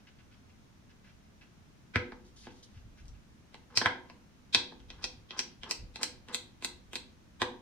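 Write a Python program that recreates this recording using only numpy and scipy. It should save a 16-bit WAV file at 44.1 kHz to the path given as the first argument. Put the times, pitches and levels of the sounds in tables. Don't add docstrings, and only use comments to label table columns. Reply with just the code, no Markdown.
import sys
import numpy as np
from scipy import signal
from scipy.fft import rfft, irfft
from scipy.io import wavfile

SR = 44100
rng = np.random.default_rng(int(sys.argv[2]) if len(sys.argv) > 2 else 0)


def waveform_to_disk(signal):
    frames = np.transpose(np.atleast_2d(signal))
    scaled = np.clip(frames, -1, 1) * 32767
    samples = np.round(scaled).astype(np.int16)
    wavfile.write(sys.argv[1], SR, samples)


def linear_from_db(decibels):
    return 10 ** (np.asarray(decibels, float) / 20)


N = 335601
SPOT_DB = 2


def read(points, hz):
    f, value = np.transpose(points)
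    return np.interp(np.log(hz + 1), np.log(f + 1), value)


def evened(x):
    return x / np.sqrt(np.mean(x ** 2) + 1e-20)


def add(mix, start_s, sound):
    part = mix[round(start_s * SR):][:len(sound)]
    part += sound[:len(part)]


def strokes(rows, rise_s, fall_s, swell_db=0):
    gain = np.zeros(N)
    t = np.arange(SR) / SR
    for start_s, length_s, level_db in rows:
        progress = t / max(length_s, 0.002)
        during_db = swell_db * (progress - 1)
        after_db = -60 * (t - length_s) / fall_s
        rise = np.minimum(t / rise_s, 1)
        add(gain, start_s, rise * linear_from_db(level_db + np.where(progress < 1, during_db, after_db)))
    return gain


def favour(modes, hz, db_per_octave, most_db):
    octaves = abs(np.log2(np.transpose(modes)[0] / hz))
    return -np.minimum(db_per_octave * octaves, most_db)


def ring(modes, spot_db, detune=0.0, crack_db=15.5):
    hz, db, t60 = np.transpose(modes)[:, :, None]
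    t = np.arange(SR // 5) / SR
    sense = (-1) ** np.arange(len(hz))[:, None]
    crack = linear_from_db(crack_db - 60 * t * hz / 10.2)
    fall = sense * (linear_from_db(-60 * t / t60) + crack)
    contact = (1 - np.exp(-1.8 * hz * t)) ** 2
    tones = np.sin(2 * np.pi * hz * (1 + detune) * t)
    sound = (linear_from_db(db + spot_db[:, None]) * fall * contact * tones).sum(0)
    return sound / np.sqrt(np.mean(sound[:SR // 100] ** 2))


# pitch_hz, relative level_db (per Hz)
HUM_COLOUR = [(12, -48), (20, -19.5), (44, -3.5), (65, -1), (82, 2.5), (108, -4.5), (165, -6.5), (189, 1.5),
              (244, -6.5), (465, -17), (1430, -21), (2580, -24.5), (5670, -30), (15200, -41.5),
              (16500, -52.5)]
# pitch_hz, likeness (0 to 1)
PORT_LIKENESS = [(60, 0.29), (180, 0.85), (550, 0.11), (1650, 0.11), (4970, 0.06), (15000, 0.03)]
# pitch_hz, lead (radians)
PORT_LEAD = [(0, -4), (3100, 2.5), (6290, 16.5), (10700, -9), (12700, 15), (16200, 15.5)]


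def hum_and_hiss():
    hz = np.fft.rfftfreq(1024, 1 / SR)
    same = np.clip(read(PORT_LIKENESS, hz), 0, 1)[:, None]
    lead = read(PORT_LEAD, hz)[:, None]
    a, b, c, d = rng.standard_normal((N // 256 + 5, 513, 4)).T
    left = a + 1j * b
    right = same * left * np.exp(-1j * lead) + np.sqrt(1 - same ** 2) * (c + 1j * d)
    spectra = np.array([left, right]) * linear_from_db(read(HUM_COLOUR, hz))[:, None]
    steady = signal.istft(spectra, nperseg=1024, noverlap=768)[1][:, :N]
    return linear_from_db(-59.5) * evened(steady)


# start_s, length_s, level_db
SWAYS = [(1.15, 0.072, -73), (1.9, 0.61, -62), (2.7, 0.21, -56.5), (3.0, 0.13, -51.5), (4.78, 0.38, -57),
         (5.56, 0.068, -57.5), (5.77, 0.065, -47), (6.1, 0.069, -58), (6.43, 0.66, -64), (7.35, 0.17, -64)]


def swaying_rumble():
    low = signal.butter(2, [22, 75], "bandpass", fs=SR, output="sos")
    sway = signal.sosfilt(low, rng.standard_normal((2, N)))
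    return evened(sway + 0.51 * sway[::-1]) * strokes(SWAYS, rise_s=0.042, fall_s=0.42)


# pitch_hz, relative level_db, t60_s (time to fall 60 dB)
TABLE = [(36, 1, 0.052), (57.7, 7, 0.053), (85.7, 2.5, 0.19), (111.6, -1.5, 0.2), (159, 4, 0.1)]
# start_s, level_db, favoured pitch_hz
THUDS = [(1.952, -39, 102), (2.759, -56, 92), (2.847, -62, 46.3), (3.079, -64, 32.3), (3.14, -67, 53.8),
         (3.768, -50.5, 115), (3.852, -48, 106), (4.559, -54.5, 106), (4.966, -64, 45.8),
         (5.169, -60.5, 113), (5.834, -59, 40.4), (7.409, -51.5, 106)]


def thuds():
    out = np.zeros((2, N))
    for start_s, level_db, hz in THUDS:
        for port in out:
            chance_db = SPOT_DB * rng.standard_normal(len(TABLE))
            spot_db = favour(TABLE, hz, db_per_octave=18, most_db=18) + chance_db
            add(port, start_s, -linear_from_db(level_db) * ring(TABLE, spot_db, crack_db=-64.0))
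    return out


def slips(per_s, spread_db):
    size = linear_from_db(spread_db * np.minimum(rng.exponential(1, N), 4))
    return size * rng.choice([-1, 1], N) * (rng.random(N) < per_s / SR)


# pitch_hz, relative level_db, t60_s (time to fall 60 dB)
BOARD = [(247, -3, 0.015), (360, -7, 0.12), (496.6, -6, 0.32), (766, -3.5, .03), (886, 2, 0.061),
         (946, 3, 0.064), (1120, 4, 0.011)]
FRUIT = [(1283, -5.5, 0.071), (1610, 11, 0.029), (1937, 2.5, 0.038), (2020, 9, 0.028), (2360, 3, 0.014),
         (2591, 10, 0.013), (2716, 8, 0.0051)]
BLADE = [(3230, 5, 0.023), (3867, -2, 0.018), (4176, 4.5, 0.0077), (4100, 6, 0.013), (4790, 8.5, 0.0067),
         (5710, -0.5, 0.035), (6820, -6, 0.026)]
# start_s, length_s, level_db
RUBS = [(0.0, 0.008, -64), (.068, 0.021, -59), (.182, 0.025, -65), (.31, 0.033, -68), (.49, .02, -72),
        (.89, 0.027, -67.5), (1.04, 0.067, -66.5), (1.408, 0.032, -62.5), (2.36, .02, -72),
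        (2.424, 0.09, -64.5), (2.74, 0.044, -69.5), (2.97, 0.037, -65), (3.14, 0.018, -74)]


def finger_rubs():
    held = ring(FRUIT, favour(FRUIT, 2880, db_per_octave=14.0, most_db=20.0))
    blade = ring(BLADE, np.zeros(len(BLADE)))
    rub = evened(signal.oaconvolve(slips(2700, 4.0), held + linear_from_db(-7.0) * blade)[:N])
    return rub * strokes(RUBS, rise_s=0.0047, fall_s=0.033)


# pitch_hz, relative level_db (per Hz)
SLIDE_COLOUR = [(1470, -40), (2500, -68), (2990, -3.5), (4830, -2), (8040, -9.5), (9990, -12), (11500, -20),
                (15000, -49), (22000, -120)]
# start_s, length_s, level_db
SLIDES = [(2.245, 0.045, -72), (2.36, 0.1, -63), (2.5, 0.1, -71), (2.625, 0.018, -59), (2.7, 0.12, -77.5),
          (2.97, 0.044, -73), (3.078, 0.011, -71)]


def fruit_slides():
    colour = linear_from_db(read(SLIDE_COLOUR, np.fft.rfftfreq(N, 1 / SR)))
    hiss = evened(irfft(rfft(slips(6500, 2.1)) * colour, N))
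    return hiss * strokes(SLIDES, rise_s=0.0042, fall_s=0.04)


# start_s, end_s, level_db at the end
SCRAPES = [(3.7, 3.78, -54.5), (4.92, 5.047, -56.5), (5.321, 5.389, -49.5), (5.633, 5.706, -49),
           (5.989, 6.023, -44), (6.276, 6.339, -47.5)]


def blade_scrapes():
    board, fruit, blade = (ring(modes, np.zeros(len(modes))) for modes in (BOARD, FRUIT, BLADE))
    body = fruit + linear_from_db(4.0) * board + linear_from_db(-7.0) * blade
    scrape = evened(signal.oaconvolve(slips(1000, 4.4), body)[:N])
    pushes = [(start_s, end_s - start_s, level_db) for start_s, end_s, level_db in SCRAPES]
    return scrape * strokes(pushes, rise_s=0.004, fall_s=0.0071, swell_db=10)


# pitch_hz, relative level_db, t60_s (time to fall 60 dB)
EDGE = [(6740, -8, 0.0033), (7880, 23, 0.0055), (9500, -9.5, 0.013), (10900, -4, .01), (13430, -2, 0.011),
        (15200, -12.5, 0.006)]
# level_db for board, fruit, blade, edge
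RING_DB = [-3.5, -5.5, -2, 3]


def strike(out, start_s, level_db, spot_db):
    for k, modes in enumerate([BOARD, FRUIT, BLADE, EDGE]):
        chance_db = SPOT_DB * rng.standard_normal(8)
        detune = 0.002 * chance_db[-1]
        sound = ring(modes, spot_db[k] + chance_db[:len(modes)], detune)
        sign = (-1) ** k
        add(out, start_s + 0.0017, sign * linear_from_db(level_db[k] + RING_DB[k]) * sound)


# start_s (1.7 ms before the sound), blow level_db, favoured fruit pitch_hz,
# deep_db added to the deep board tones, fruit_db added to the blow level
KNOCKS = [(1.956, -26, 2360, 8, 6.5), (2.119, -42, 1490, 0, -2), (2.467, -40.5, 1640, 3.5, -8.5),
          (3.813, -27, 1610, 0, 0.5), (3.857, -22, 1610, -10.5, 5.5), (4.72, -44, 1650, 8, -12),
          (7.416, -22.5, 1900, -2, -3.5)]


def knocks():
    out = np.zeros(N)
    deep = np.transpose(BOARD)[0] < 650
    for start_s, level_db, hz, deep_db, fruit_db in KNOCKS:
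        fruit_spot = favour(FRUIT, hz, db_per_octave=13.0, most_db=20.0)
        blade_spot = favour(BLADE, 3400, db_per_octave=20, most_db=22)
        bright_db = 4.5 + 0.51 * level_db
        parts_db = level_db + np.array([-2.5, fruit_db, bright_db, bright_db - 22.5])
        strike(out, start_s, parts_db, [deep * deep_db, fruit_spot, blade_spot, 0])
    return out


# start_s (1.7 ms before the sound), blow level_db, favoured blade pitch_hz (struck spot),
# board_db and edge_db added to the blow level
TAPS = [(3.054, -62, 4590, -25, -13), (3.08, -56, 5800, -35, -14), (3.5415, -45.5, 3650, -4.5, -24.5),
        (3.7715, -13, 4980, -24.5, -24), (4.0969, -50.5, 4070, 1, -26), (4.5456, -10.5, 3500, -20, -28),
        (4.8, -55, 3470, -15, -28), (4.901, -38.5, 3470, -15, -33), (5.0397, -24, 6060, -19, -26),
        (5.3055, -34, 3290, -16, -43), (5.3901, -21.5, 5330, -20, -23), (5.6315, -35, 3300, -13.5, -30.5),
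        (5.7087, -22.5, 5000, -18.5, -17), (5.9567, -35, 3870, -13, -23), (6.03, -21.5, 4390, -20, -14.5),
        (6.2835, -46, 3620, -4.5, -20.5), (6.344, -23, 4100, -20, -14.5), (6.6221, -42, 3750, -4, -19),
        (6.645, -25, 4070, -16.5, -14), (6.9303, -37.5, 3300, -8, -18), (6.9539, -27.5, 3830, -17, -18.5),
        (7.4168, -30, 3400, -26, -17.5)]


def taps():
    out = np.zeros(N)
    for start_s, level_db, hz, board_db, edge_db in TAPS:
        fruit_spot = favour(FRUIT, 2627, db_per_octave=19.0, most_db=18.0)
        blade_spot = favour(BLADE, hz, db_per_octave=32.0, most_db=12.0)
        fruit_db = 0.53 * board_db
        parts_db = level_db + np.array([board_db, fruit_db, -7.5, edge_db])
        strike(out, start_s, parts_db, [0, fruit_spot, blade_spot, 0])
    return out


def pre_echo(struck):
    span = round(0.023 * SR)
    swell = rng.standard_normal((2, span)) * np.linspace(0, 1, span) ** 0.86
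    swell *= linear_from_db(-12.5) / np.linalg.norm(swell[0])
    return signal.oaconvolve(struck[None], swell, axes=1)[:, span - 1:]


# pitch_hz, t60_s (time to fall 60 dB)
ROOM = [(100, 0.93), (400, 0.62), (1200, 0.33), (3500, 0.35), (8000, 0.23), (15000, 0.26)]


def tail():
    clicks = np.zeros((2, SR // 2))
    slots = np.arange(140, SR // 2 - 20, 20)
    at = slots + rng.integers(0, 20, (2, len(slots)))
    np.put_along_axis(clicks, at, rng.choice([-1., 1.], at.shape), 1)
    clicks *= 1 - np.exp(-np.arange(SR // 2) / SR / 0.002)
    hz, t, z = signal.stft(clicks, SR, nperseg=256)
    alike = np.clip(np.exp(-hz / 900), 0, 1)[:, None]
    z = np.array([z[0], alike * z[0] + np.sqrt(1 - alike ** 2) * z[1]])
    fall = linear_from_db(-60 * t / read(ROOM, hz)[:, None])
    out = signal.istft(z * fall, SR, nperseg=256)[1]
    return linear_from_db(-5) * out / np.linalg.norm(out[0])


# delay_s, level_db
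ECHOES = [(.0016, -13), (.0047, -8.5), (.0058, -14), (.0087, -11), (.0115, -14), (.016, -16)]


def room(x):
    early = np.zeros((2, SR // 20))
    early[0, 0] = early[1, 3] = 1
    for delay_s, level_db in ECHOES:
        jitter = (6 * rng.random(2)).astype(int)
        early[[0, 1], round(delay_s * SR) + jitter] += linear_from_db(level_db)
    out = signal.oaconvolve(x[None], early, axes=1)[:, :N]
    fade_s = 1.1
    for k in range(3):
        share = np.sqrt(2 / 3) * np.cos(np.pi * (np.arange(N) / SR / fade_s + k / 3))
        out += signal.oaconvolve((share * x)[None], tail(), axes=1)[:, :N]
    return out


def scene():
    background = hum_and_hiss() + swaying_rumble()
    rubbing = finger_rubs() + fruit_slides() + blade_scrapes()
    struck = knocks() + taps()
    return room(struck + rubbing) + pre_echo(struck) + thuds() + background


# pitch_hz, level_db
MIC = [(5000, 0.5), (5900, 3.5), (6800, 2), (7600, -2), (9500, -1), (11000, -1), (12300, -7.5),
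       (13700, 2.5), (15500, -5)]


def microphone(x):
    hz = np.linspace(0, SR / 2, 513)
    colour = signal.firwin2(511, hz, linear_from_db(read(MIC, hz)) * (hz < 16500), fs=SR)
    return signal.oaconvolve(x, colour[None], "same", axes=1)


def low_pass(x):
    return signal.sosfilt(signal.butter(12, 16650, fs=SR, output="sos"), x)


def record(dry):
    mix = microphone(dry)
    return low_pass(mix)


dry = scene()
out = record(dry)
waveform_to_disk(out)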